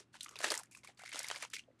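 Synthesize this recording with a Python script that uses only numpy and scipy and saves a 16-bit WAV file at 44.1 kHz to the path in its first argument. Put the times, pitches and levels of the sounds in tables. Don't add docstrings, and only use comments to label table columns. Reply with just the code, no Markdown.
import sys
import numpy as np
from scipy import signal
from scipy.fft import rfft, irfft
from scipy.io import wavfile

SR = 44100
rng = np.random.default_rng(int(sys.argv[2]) if len(sys.argv) > 2 else 0)


def wav_record(signal):
    frames = np.transpose(np.atleast_2d(signal))
    bounded = np.clip(frames, -1, 1)
    quanta = np.round(bounded * 32767).astype(np.int16)
    wavfile.write(sys.argv[1], SR, quanta)


def natural_amplitude(level_db):
    exponent = np.asarray(level_db, float) / 20
    return 10 ** exponent


N = 79380

# start_s, end_s
STROKE_TIMES = [(-.01, .012), (.14, .165), (.207, .26), (.26, .33), (.357, .438), (.438, .49), (.504, .533),
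                (.535, .615), (.615, .66), (.71, .79), (.833, .88), (.88, .912), (.971, .99), (.99, 1.125),
                (1.124, 1.17), (1.17, 1.33), (1.33, 1.42), (1.423, 1.461), (1.5, 1.52), (1.532, 1.598),
                (1.6, 1.65), (1.786, 1.8), (.124, .14), (.165, .2)]
# pressure_at_start_db, pressure_at_end_db, lowest_ring_of_bent_sheet_hz
STROKE_FEEL = [(-38.5, -60, 214), (-51.5, -58, 660), (-58, -57, 2400), (-75.5, -58, 250),
               (-59.5, -41.5, 550), (-32, -42.5, 307), (-34.5, -38.5, 330), (-38, -59.5, 1300),
               (-72, -73, 2100), (-59.5, -64.5, 6300), (-60.5, -59.5, 1170), (-61.5, -65, 290),
               (-68, -63.5, 1400), (-60.5, -55, 1600), (-42.5, -48.5, 660), (-47, -50.5, 850),
               (-51.5, -51.5, 770), (-36, -57.5, 630), (-80, -58, 2600), (-39.5, -62, 2440),
               (-77, -85, 2500), (-74.5, -60.5, 470), (-74, -61, 1200), (-65, -70, 3000)]
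RUB_DB = -5
TOP_HZ = 9980


def rms_one(x):
    return x / np.sqrt(np.mean(x ** 2) + 1e-20)


def peak_one(x):
    return x / np.abs(x).max()


def at_hz(points, hz):
    point_hz, point_db = np.array(points).T
    return np.interp(np.log(hz), np.log(point_hz), point_db)


def drift(rate_hz):
    r = np.exp(-2 * np.pi * rate_hz / SR)
    noise = rng.standard_normal(N + 4000)
    return rms_one(signal.lfilter([1], [1, -2 * r, r * r], noise)[4000:])


def resonate(x, hz, width_hz):
    r = np.exp(-np.pi * width_hz / SR)
    feed = np.array([1, 0, -1]) * (1 - r * r) / 2
    ring = [1, -2 * r * np.cos(2 * np.pi * hz / SR), r * r]
    return signal.lfilter(feed, ring, x + 1e-18)


def cut(x, hz, kind):
    return signal.sosfilt(signal.butter(2, hz, kind, fs=SR, output="sos"), x)


def snaps():
    # start_s, peak_db, ring_hz, treble_db, body_db
    film_snaps = [(0.141, -44, 1510, -14, -1), (0.153, -43.5, 837, -57, 11),
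                  (0.207, -31, 3936, -28, -72), (0.231, -27.5, 7940, 4, -36),
                  (0.244, -34, 7400, 12, -15), (0.26, -38, 1240, -33, -8),
                  (0.283, -44.5, 2960, -14, -31), (0.291, -37.5, 6500, -23, -8.5),
                  (0.31, -45.5, 1140, 2, -62), (0.356, -34.5, 2530, -10.5, -4),
                  (0.365, -72, 5270, -12, -28.5), (0.376, -64.5, 2250, -22, -14),
                  (0.388, -31.5, 4500, -15, -10), (0.404, -30.5, 670, -5.5, 7),
                  (0.414, -34, 1750, -3.5, 3), (0.432, -29.5, 3830, -23.5, 11),
                  (0.443, -15.5, 3800, -22, 14.5), (0.443, -23.5, 1850, -7.5, -28.5),
                  (0.503, -18, 4660, -49, -35), (0.515, -28, 4600, -13, -4),
                  (0.518, -18.5, 2830, 7.5, 13), (0.522, -31, 504, 10.5, -32.5),
                  (0.5397, -24.5, 1860, -1.5, -34.5), (0.551, -26.5, 4800, 15, 6),
                  (0.5758, -21, 7030, -13, -17), (0.589, -33.5, 8300, -20, -4),
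                     (0.595, -33.5, 850, 12.5, 11), (0.633, -40, 1770, 6, -18), (0.712, -45, 6840, 5, 1.5),
                     (0.748, -41.5, 2490, -5, -41), (0.772, -42.5, 7660, -33, -12),
                     (0.833, -50.5, 2310, -24, -1), (0.846, -39, 1175, 3.5, -3),
                     (0.873, -41.5, 2250, -7, -14), (0.973, -59, 4650, -22, -30),
                     (0.992, -41, 2000, 1, 4.5), (1.019, -46.5, 2050, -0.5, -13),
                     (1.035, -38, 770, -11, 12), (1.051, -47, 2070, -33, -32),
                     (1.058, -37.5, 2100, -9, -30), (1.077, -40.5, 2090, -24, -32.5),
                     (1.091, -37.5, 2100, -2.5, -11), (1.117, -39, 2220, -35.5, -16),
                     (1.126, -42, 2120, -36, 4), (1.145, -31.5, 2100, -39.5, 23),
                     (1.157, -27.5, 3380, -42, -3), (1.166, -38, 1450, -10.5, -18),
                     (1.181, -44, 8450, -13, -46),
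                  (1.191, -20, 8670, 30, -35), (1.203, -31.5, 1600, -21.5, 11),
                      (1.218, -41, 1670, -16, -4), (1.23, -26.5, 7400, 14, -34),
                      (1.243, -29.5, 2150, -4, -4.5), (1.267, -35, 5840, -5, -32),
                      (1.284, -25, 5400, 8, -36), (1.3, -26, 1740, -38, 8), (1.312, -23, 2980, -43, 5.5),
                      (1.349, -37.5, 4740, -18, -2), (1.359, -30.5, 2220, -28, 2),
                      (1.365, -35, 3060, -12, 5), (1.423, -32, 2200, -0.5, -20),
                      (1.449, -34.5, 2970, -21, 3), (1.5, -42.5, 1580, 12, -21),
                      (1.534, -33, 1900, -2, -30), (1.544, -35, 5750, -37, -39),
                      (1.553, -34, 5500, -37, -44), (1.565, -34.5, 2300, -49, -44),
                      (1.584, -44, 2470, -36, -41), (1.592, -36.5, 2820, -13.5, -25)]
    decay_s, hold_s, after_db, after_s = .003, .0055, -17, .012
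    clicks_per_s, fizz, first_click = 3000, .25, 2.0
    ring_q, body_hz, treble_hz = 5.56, 906, 4650
    broad_db, all_treble_db, all_body_db = 3.5, 10.5, 6.5
    creep_s = .0008
    size = 2048
    out = np.zeros(N + size)
    t = np.arange(size) / SR
    shape = np.exp(-t / decay_s - (t / hold_s) ** 4) + natural_amplitude(after_db) * np.exp(-t / after_s)
    for start_s, db, hz, treble_db, body_db in film_snaps:
        clicks = rng.random(size) < clicks_per_s / SR
        flurry = rng.standard_normal(size) * (fizz + clicks) * shape
        flurry[3] += first_click
        ring = resonate(resonate(flurry, hz, hz / ring_q), hz, 2 * hz / ring_q)
        band = [0.57 * hz, min(3.01 * hz, 15000)]
        broad = cut(cut(flurry, band, "band"), band, "band")
        treble = cut(flurry, [treble_hz, 1.2 * TOP_HZ], "band")
        body = resonate(flurry, body_hz, 1.48 * body_hz)
        snap = peak_one(ring) + natural_amplitude(broad_db) * peak_one(broad)
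        snap = snap + natural_amplitude(all_treble_db + treble_db) * peak_one(treble)
        snap = snap + natural_amplitude(all_body_db + body_db) * peak_one(body)
        i = int((start_s + creep_s) * SR)
        out[i:i + size] += natural_amplitude(db) * peak_one(snap)
    return out[:N]


def pressure(t, start_s, end_s, start_db, end_db):
    grip_s, let_go_db_per_s = .004, 596
    grip = np.clip((t - start_s) / grip_s, 0, 1)
    hold_db = np.interp(t, [start_s, end_s], [start_db, end_db])
    return grip * natural_amplitude(hold_db - let_go_db_per_s * np.maximum(t - end_s, 0))


def fingers(hz):
    # pitch_hz, level_db
    film_colour = [(150, -40), (250, -3), (544, -13), (961, -13), (1790, -5), (3330, -3), (4470, -2),
                   (9230, 0), (15500, -36)]
    below_db_per_oct, above_db_per_oct, sheet_ring_db = 14.5, 4.5, -1.5
    hop = 16
    t, power = np.arange(0, N, hop) / SR, 0
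    film = natural_amplitude(at_hz(film_colour, hz)) * np.sqrt(hz)
    for (start_s, end_s), (start_db, end_db, sheet_hz) in zip(STROKE_TIMES, STROKE_FEEL):
        gain = pressure(t, start_s, end_s, start_db, end_db)
        octaves = np.log2(hz / sheet_hz)
        slope_db = np.where(octaves < 0, below_db_per_oct, -above_db_per_oct) * octaves
        sheet = natural_amplitude(slope_db + sheet_ring_db * np.exp(-(octaves / 0.16) ** 2))
        power = power + np.outer(rms_one(sheet * film), gain) ** 2
    return np.repeat(np.sqrt(power), hop, axis=1)[:, :N]


def rustle():
    grains_per_s, grain_spread_db, grain_cycles = 5000, 2.8, 8.0
    clumps_per_s, clump_db = 70, 5
    pitches = np.geomspace(280, 14500, 24)
    gains = fingers(pitches)
    sizes = natural_amplitude(grain_spread_db * np.minimum(rng.exponential(1, N), 4)) * rng.choice([-1, 1], N)
    clump = drift(clumps_per_s)
    born = rng.random(N) < grains_per_s * natural_amplitude(clump_db * clump) / SR
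    dealt = rng.integers(0, 24, N)
    bed = rng.standard_normal((2, N))
    out = 0
    for k, hz in enumerate(pitches):
        near = np.abs(dealt - k) < 2
        creases = sizes * born * near + 0.14 * bed[k % 2]
        width_hz = 4.18 * hz / grain_cycles
        grains = rms_one(resonate(resonate(creases, hz, width_hz), hz, width_hz))
        out = out + grains * gains[k] * natural_amplitude(2.0 * drift(28))
    return natural_amplitude(RUB_DB - 12.0) * out


def singing():
    # ring_hz, level_above_crackle_db
    sheet_songs = [(420, -7), (1400, -11), (1400, -12), (1220, 0), (1700, -10), (1753, -3.5), (482, -7.5),
                   (900, -7), (1700, -3), (2400, -5.5), (2200, -3), (764, -3.5), (4600, -2), (2100, -2),
                   (2100, -7.5), (2100, -8), (2300, -9), (1770, -10), (1650, -29), (2300, -1), (3120, -10),
                   (1200, -19), (4420, -3), (4000, -10)]
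    ring_q = 7.0
    t, out = np.arange(N) / SR, 0
    slips = rng.standard_normal(N) * natural_amplitude(3.5 * drift(110))
    for (start_s, end_s), (start_db, end_db, _), (hz, db) in zip(STROKE_TIMES, STROKE_FEEL, sheet_songs):
        ring = rms_one(resonate(resonate(slips, hz, hz / ring_q), hz, 2 * hz / ring_q))
        out = out + natural_amplitude(RUB_DB + db) * pressure(t, start_s, end_s, start_db, end_db) * ring
    return out


def ticks():
    # start_s, peak_db, ring_hz
    kinks = [(.004, -56.5, 380), (.216, -64, 1400), (0.2337, -51, 6750), (0.236, -38, 7800),
             (0.284, -50.5, 1200), (0.292, -58, 1400), (0.314, -61, 308), (.329, -71, 1200),
             (0.336, -55, 1310), (.364, -55, 407), (.366, -40, 3600), (0.376, -50, 2350),
             (0.518, -36.5, 328), (.586, -52, 820), (.604, -48, 970), (.614, -52, 750), (.648, -63, 1700),
             (0.658, -55, 7130), (.671, -66, 2200), (.749, -59, 1080), (0.767, -57.5, 1120),
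             (.786, -57, 2400), (0.837, -64.5, 537), (.892, -53.5, 710), (.899, -55.5, 1930),
             (.948, -64, 7700), (0.997, -53, 1400), (1.001, -50, 1970), (1.01, -50, 1520),
             (1.018, -52, 735), (1.029, -51, 2100), (1.067, -61, 2100), (1.105, -53, 2100),
             (1.146, -47.5, 280), (1.196, -50, 586), (1.205, -51, 532), (1.271, -47, 1700),
             (1.286, -46, 2100), (1.322, -55, 1510), (1.346, -41.5, 1700), (1.385, -57, 776),
             (1.425, -37.5, 1860), (1.434, -45, 980), (1.446, -53.5, 650), (1.458, -47, 2500),
             (1.51, -66, 1580), (1.533, -49.5, 1306), (1.541, -56.5, 420), (1.556, -39.5, 2880),
             (1.638, -59.5, 3180), (1.68, -64, 565), (1.686, -53.5, 531), (1.705, -57.5, 515),
             (1.714, -68, 1987), (.152, -54, 900)]
    puff_s, ring_q, widens_hz = 0.00091, 4.5, 4000
    swell_cycles = 1.2
    size = 2048
    out = np.zeros(N + size)
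    t = np.arange(size) / SR
    for start_s, db, hz in kinks:
        puff = (1 + rng.standard_normal(size)) * np.exp(-t / puff_s) * np.cos(2 * np.pi * hz * t)
        width_hz = hz / ring_q * (1 + hz / widens_hz)
        tick = resonate(resonate(puff, hz, width_hz), hz, 2 * width_hz)
        i = max(int((start_s - swell_cycles / hz) * SR), 0)
        out[i:i + size] += natural_amplitude(db) * peak_one(tick)
    return out[:N]


def room(x):
    level_db, t60_s, gap_s = -15, .12, .004
    t = np.arange(SR // 4) / SR
    tail = rng.standard_normal(len(t)) * natural_amplitude(-60 * t / t60_s) * (t > gap_s)
    tail = tail / np.sqrt(np.sum(tail ** 2))
    return natural_amplitude(level_db) * signal.fftconvolve(x, tail)[:N]


def air():
    # pitch_hz, level_db (per Hz)
    air_colour = [(30, -8.5), (70, 3), (250, 8), (330, 6), (450, -4.5), (1500, -8.5), (6000, -23.5),
                  (14000, -28.5)]
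    air_db, hum_hz, hum_db = -73.5, 120, -79
    hz = np.maximum(np.fft.rfftfreq(N, 1 / SR), 1)
    white = rfft(rng.standard_normal(N))
    noise = rms_one(irfft(white * natural_amplitude(at_hz(air_colour, hz)), N))
    hum = np.sqrt(2) * np.sin(2 * np.pi * hum_hz * np.arange(N) / SR)
    hum = hum * natural_amplitude(0.5 * drift(8.5))
    return natural_amplitude(air_db) * noise + natural_amplitude(hum_db) * hum


def scene():
    thin_hz = 300
    cards = snaps() + rustle() + ticks() + singing()
    cards = cut(cut(cards, thin_hz, "high"), thin_hz, "high")
    return (cards + room(cards) + air())[None]


def low_pass(x):
    return signal.sosfilt(signal.butter(12, 16240, fs=SR, output="sos"), x)


def record(dry):
    dull = signal.sosfilt(signal.butter(3, TOP_HZ, fs=SR, output="sos"), dry)
    return low_pass(dull)


dry = scene()
out = record(dry)
wav_record(out)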